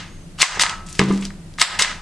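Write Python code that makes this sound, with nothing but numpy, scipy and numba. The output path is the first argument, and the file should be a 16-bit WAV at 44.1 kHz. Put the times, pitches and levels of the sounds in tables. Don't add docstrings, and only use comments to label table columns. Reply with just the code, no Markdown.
import sys
import numpy as np
from scipy import signal
from scipy.fft import rfft, irfft
from scipy.io import wavfile
from scipy.ndimage import uniform_filter1d
from numba import njit

SR = 44100
rng = np.random.default_rng(int(sys.argv[2]) if len(sys.argv) > 2 else 0)


def linear_from_db(decibels):
    return 10 ** (np.asarray(decibels, float) / 20)


def transcribe(signal):
    frames = np.atleast_2d(signal).T
    limited = np.clip(frames, -1, 1)
    pcm = np.round(limited * 32767).astype(np.int16)
    wavfile.write(sys.argv[1], SR, pcm)


N = 88861
LEAD = 8192


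def curve(points, hz):
    points = np.array(points, float)
    return np.interp(np.log(np.maximum(hz, 1)), np.log(points[:, 0]), points[:, 1])


def colour(x, points):
    n = x.shape[-1]
    gain = linear_from_db(curve(points, np.fft.rfftfreq(n, 1 / SR)))
    return irfft(rfft(x) * gain, n)


def band(x, hz, width_hz):
    b, a = signal.iirpeak(min(hz, .4 * SR), hz / width_hz, SR)
    return signal.lfilter(b, a, x)


def unit(x):
    return x / np.sqrt(np.mean(x ** 2))


def add(out, s, x):
    i = int(s * SR) + LEAD
    out[i:i + len(x)] += x[:len(out) - i]


def decay(t, t60):
    return np.exp(-np.log(1000) * t / t60)


def ring(modes, phases=0):
    t = np.arange(SR // 2) / SR
    hz, db, t60 = np.array(modes, float).T[:, :, None]
    return np.sum(linear_from_db(db) * np.sin(2 * np.pi * hz * t + phases) * decay(t, t60), axis=0)


def bursts(events, wide):
    out, t = np.zeros((2, N + LEAD)), np.arange(2048) / SR
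    noises = rng.standard_normal((len(events), len(t)))
    for (s, db, hz, length), noise in zip(events, noises):
        swell = (t / length) ** 2 * np.exp(-t / length * 2.62)
        pair = np.array([noise * swell, t == 0])
        crack, click = band(band(pair, hz, wide * hz), hz, wide * hz)
        crack = linear_from_db(db) * crack / np.max(np.abs(crack))
        add(out[0], s, crack)
        add(out[1], s + length, unit(click) * np.sqrt(np.mean(crack ** 2)))
    return out


def background():
    # f/Hz, relative level/dB per Hz
    spectrum = [(12, -39), (20, 1), (37, -5), (54, -14.5), (92, -4.5), (123, -15), (166, -0.5),
                (228, -15.5), (360, -15.5), (390, -25.5), (568, -24), (1020, -31.5), (5980, -39.5),
                (12000, -35.5), (15600, -75), (22000, -120)]
    # f/Hz, side over mid level/dB
    noise_width = [(60, -11), (110, -18.5), (200, -17), (380, -14), (700, -7), (1290, -2), (2380, -2.5),
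                   (4400, 0), (8120, -3), (15000, 1)]
    noise_db = -36.5
    hum_hz, hum_db = 28, -41.5
    mid, side = colour(rng.standard_normal((2, N + LEAD)), spectrum)
    noise = np.array([mid, colour(side, noise_width)]) / np.sqrt(np.mean(mid ** 2))
    phase = 2 * np.pi * hum_hz * np.arange(N + LEAD) / SR + rng.uniform(0, 2 * np.pi)
    hum = linear_from_db(hum_db) * np.sqrt(2) * np.sin(phase)
    return hum * np.array([[1], [.15]]) + linear_from_db(noise_db) * noise


def label_gun(t):
    # t/s, peak level/dB
    # before shell, high-pass and gain control, f/Hz of the band, time scale/s of the swell
    snaps = [(-.10, 9, 2780, .003), (.3865, -21, 1530, 0.0017), (.402, -7, 2470, 0.00083),
             (.4150, 3.5, 3070, 0.0022), (.419, 15, 3400, 0.0023), (.4195, 17.5, 8100, 0.0017),
             (.428, 21, 2130, 0.0013), (.570, -25, 1460, .002), (.570, -19.5, 398, .004),
             (.595, 3.5, 2870, 0.0021), (.620, 9, 5830, 0.00083), (.623, -1, 3100, 0.0013),
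             (.635, 5.5, 1840, 0.0012), (.664, -4, 1980, 0.00053), (.693, -8.5, 3240, 0.0031),
             (.9925, 11, 2210, 0.0019), (.997, -6.5, 1020, 0.00327), (1.013, -1, 1210, 0.0035),
             (1.110, -18, 1310, 0.00152), (1.5845, -12.5, 1400, 0.0016), (1.598, -4, 3750, 0.00043),
             (1.609, -21, 2930, 0.00034), (1.6135, 1, 2555, 0.00055), (1.615, 19, 2400, 0.002),
             (1.616, 13, 7460, 0.0013), (1.625, 12, 2960, 0.00073), (1.7895, -28, 3050, 0.00077),
             (1.7945, 0.5, 2230, 0.0015), (1.812, -16.5, 450, 0.0047), (1.822, 16, 3350, 0.00073),
             (1.825, 1, 3240, 0.0011), (1.8465, -0.5, 1940, 0.00093)]
    # start t/s, end t/s, start level/dB, end level/dB
    rasps = [(0.377, .416, -42, -8), (0.592, 0.626, -18.5, -5), (1.578, 1.628, -36.5, -1),
             (1.788, 1.823, -9, -16)]
    # start t/s, end t/s, start level/dB, end level/dB, f/Hz
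    rattles = [(0.637, 0.742, -24.5, -31, 1400), (1.819, 1.932, -19.5, -33, 1680)]
    # f/Hz, relative level/dB, t60/s
    shell = [(1087, 1, 0.082), (1286, 6, 0.043), (1751, 1, 0.017), (2168, 10.5, 0.017), (2908, -2.5, 0.013),
             (3060, 5.5, 0.013), (3927, -3.5, 0.011), (5415, -9, 0.06), (6200, -7, 0.043),
             (8210, 13, 0.027)]
    # f/Hz, relative level/dB, t60/s
    spring = [(1055, -10, .35), (1257, -7, .3), (1301, 0, .75), (1700, -10, .3), (2085, -13, .4)]
    # t/s, level/dB
    plucks = [(0.6339, -24.5), (1.8275, -34)]
    grains_per_s, spread_db, rise_s = 9000, 3.3, 0.0045
    shell_db, low_hz = -46, 463

    loudness = linear_from_db(spread_db * rng.exponential(size=len(t)))
    grains = (rng.random(len(t)) < grains_per_s / SR) * rng.standard_normal(len(t)) * loudness
    rasp_gain = np.zeros(len(t))
    for start, end, start_db, end_db in rasps:
        gate = np.clip((t - start) / rise_s, 0, 1) * (t < end)
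        rasp_gain += gate * linear_from_db(np.interp(t, [start, end], [start_db, end_db]))
    push = bursts(snaps, 1.47) + rasp_gain * unit(band(grains, 3340, 4100))
    for start, end, start_db, end_db, hz in rattles:
        gate = (t > start) & (t < end)
        rattle = unit(band(band(grains, hz, 1.17 * hz), hz, 0.65 * hz))
        push = push + gate * linear_from_db(np.interp(t, [start, end], [start_db, end_db])) * rattle

    ringing = signal.fftconvolve(push, ring(shell)[None, :4096], axes=1)[:, :len(t)]
    out = push + linear_from_db(shell_db) * ringing
    for s, db in plucks:
        phases = rng.uniform(0, 2 * np.pi, (len(spring), 1))
        add(out[0], s, linear_from_db(db) * ring(spring, phases))
    return signal.sosfilt(signal.butter(2, low_hz, "high", fs=SR, output="sos"), out)


def room(x):
    # f/Hz, t60/s
    room_t60 = [(150, 0.56), (600, 0.65), (1500, 0.31), (4000, 0.28), (8000, 0.34), (14000, 0.05)]
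    # f/Hz, side over mid level/dB
    echo_width = [(60, 2), (200, -17), (400, -9.5), (1300, -17), (4400, -9), (8000, -3.5), (14000, 11)]
    echo_db, gap_s = -9.5, 0.003
    early_db, early_t60_s = 3, .03
    t, tails = np.arange(SR // 2) / SR, 0
    for hz in 100 * 2 ** np.arange(0, 7.6, .5):
        noise = band(rng.standard_normal((2, len(t))), hz, hz / 2)
        side_gain = linear_from_db(curve(echo_width, hz))
        tails = tails + noise * decay(t, curve(room_t60, hz)) * np.array([[1], [side_gain]])
    tails = tails * np.minimum(t / gap_s, 1) ** 2 * (1 + linear_from_db(early_db) * decay(t, early_t60_s))
    tails = tails / np.sqrt(np.sum(tails[0] ** 2))
    return linear_from_db(echo_db) * signal.fftconvolve(x[None], tails, axes=1)[:, :len(x)]


def whistle(t):
    # t/s, f/Hz, rms level/dB
    path = [(.04, 6350, -80), (.08, 6420, -61), (.13, 6560, -59), (.2, 6400, -60), (.26, 6020, -61),
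            (.29, 5950, -85)]
    s, hz, db = np.array(path).T
    level = linear_from_db(np.interp(t, s, db, left=-120, right=-120))
    phase = 2 * np.pi * np.cumsum(np.interp(t, s, hz)) / SR
    return level * np.sqrt(2) * np.sin(phase)


def paper(t):
    # t/s, peak level/dB, f/Hz of the band, time scale/s of the swell
    ticks = [(.077, -35.5, 1980, 0.0031), (.8625, -28, 6500, 0.0064), (.885, -28, 8300, 0.012),
             (.895, -34, 7100, 0.014), (.907, -54, 3960, 0.0081), (.926, -20.5, 7500, 0.0024),
             (.950, -29, 6300, 0.0058), (.973, -57, 8500, 0.0048), (.980, -20, 6300, 0.024),
             (1.125, -23.5, 8000, 0.0013), (1.208, -26.5, 8130, 0.0045), (1.222, -22, 2310, 0.0039),
             (1.245, -46, 4700, 0.0043), (1.2513, -12.5, 4630, 0.0014), (1.256, -49, 5030, 0.0092),
             (1.303, -27.5, 1680, 0.0019), (1.538, -34.5, 4500, 0.0016)]
    # t/s, level/dB
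    rub = [(.84, -62), (.87, -45.5), (.99, -35), (1.15, -38.5), (1.2, -43), (1.26, -31), (1.33, -87)]
    grains = rng.standard_normal(len(t)) * linear_from_db(4.4 * rng.exponential(size=len(t)))
    rub_gain = linear_from_db(np.interp(t, *np.array(rub).T, left=-120, right=-120))
    return bursts(ticks, 0.84) + rub_gain * unit(band(grains, 3300, 5000))


def table_knock(t):
    # f/Hz, relative level/dB, t60/s
    modes = [(78, -20, .3), (139, -8, .45), (170, -14, .3), (196, 0, .45), (248, -7, .22), (281, -8, .28),
             (320, -10, .18), (354, -7, .22), (405, 2, .09), (450, -5, .08), (640, -13, .1),
             (860, -13, .08), (1010, -6, .06), (1190, -7, .1)]
    # t/s, level/dB
    knocks = [(0.9941, -4), (1.016, -13), (1.106, -19.5)]
    contact_s = 0.00026
    roll_start_s, roll_end_s, roll_db = 1.0, 1.13, -47.5
    push, contact = np.zeros(len(t)), np.hanning(int(contact_s * SR) + 3)
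    for s, db in knocks:
        add(push, s, linear_from_db(db) * contact / contact.sum())
    rolling = (t > roll_start_s) & (t < roll_end_s)
    push += linear_from_db(roll_db) * rolling * band(rng.standard_normal(len(t)), 296, 267)
    return signal.fftconvolve(push, ring(modes))[:len(t)]


def scene():
    near_side_db, table_echo_db = -20.5, -8
    t = (np.arange(N + LEAD) - LEAD) / SR
    noise_floor = background()
    direct, echoed = label_gun(t) + whistle(t) + paper(t)
    knock = table_knock(t)
    near = direct + knock
    side = linear_from_db(near_side_db) * (near - np.roll(near, 3))
    echo = room(echoed + linear_from_db(table_echo_db) * knock)
    mid, side = np.array([near, side]) + echo + noise_floor
    return np.array([mid + side, mid - side])[:, LEAD:]


@njit
def follow(over, attack, hold, release):
    y, cut, wait = np.empty(len(over)), 0., 0.
    for i in range(len(over)):
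        if over[i] > cut:
            cut, wait = cut + (over[i] - cut) * attack, hold
        wait -= 1
        if wait < 0:
            cut = max(cut - release, 0.)
        y[i] = cut
    return y


def top_cut(x):
    return signal.sosfilt(signal.butter(12, 15970, fs=SR, output="sos"), x)


def record(dry):
    # f/Hz, level/dB (flat below the first row)
    mic_response = [(6000, -6.5), (8000, -6.5), (10000, -10.5), (12500, -24.5), (14000, -38), (16000, -26)]
    threshold_db, squeeze = -3.5, 0.99
    attack_s, hold_s, release_s = 0.0018, 0.049, 0.13
    peak = uniform_filter1d(np.max(np.abs(dry), axis=0), size=9)
    over = np.clip(squeeze, 0, 1) * (20 * np.log10(peak + 1e-9) - threshold_db)
    cut = follow(over, 1 / (attack_s * SR), hold_s * SR, 20 / (release_s * SR))
    saturated = 1.607 * np.tanh(dry * linear_from_db(-cut))
    mix = np.clip(colour(saturated, mic_response), -1, 1)
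    return top_cut(mix)


dry = scene()
out = record(dry)
transcribe(out)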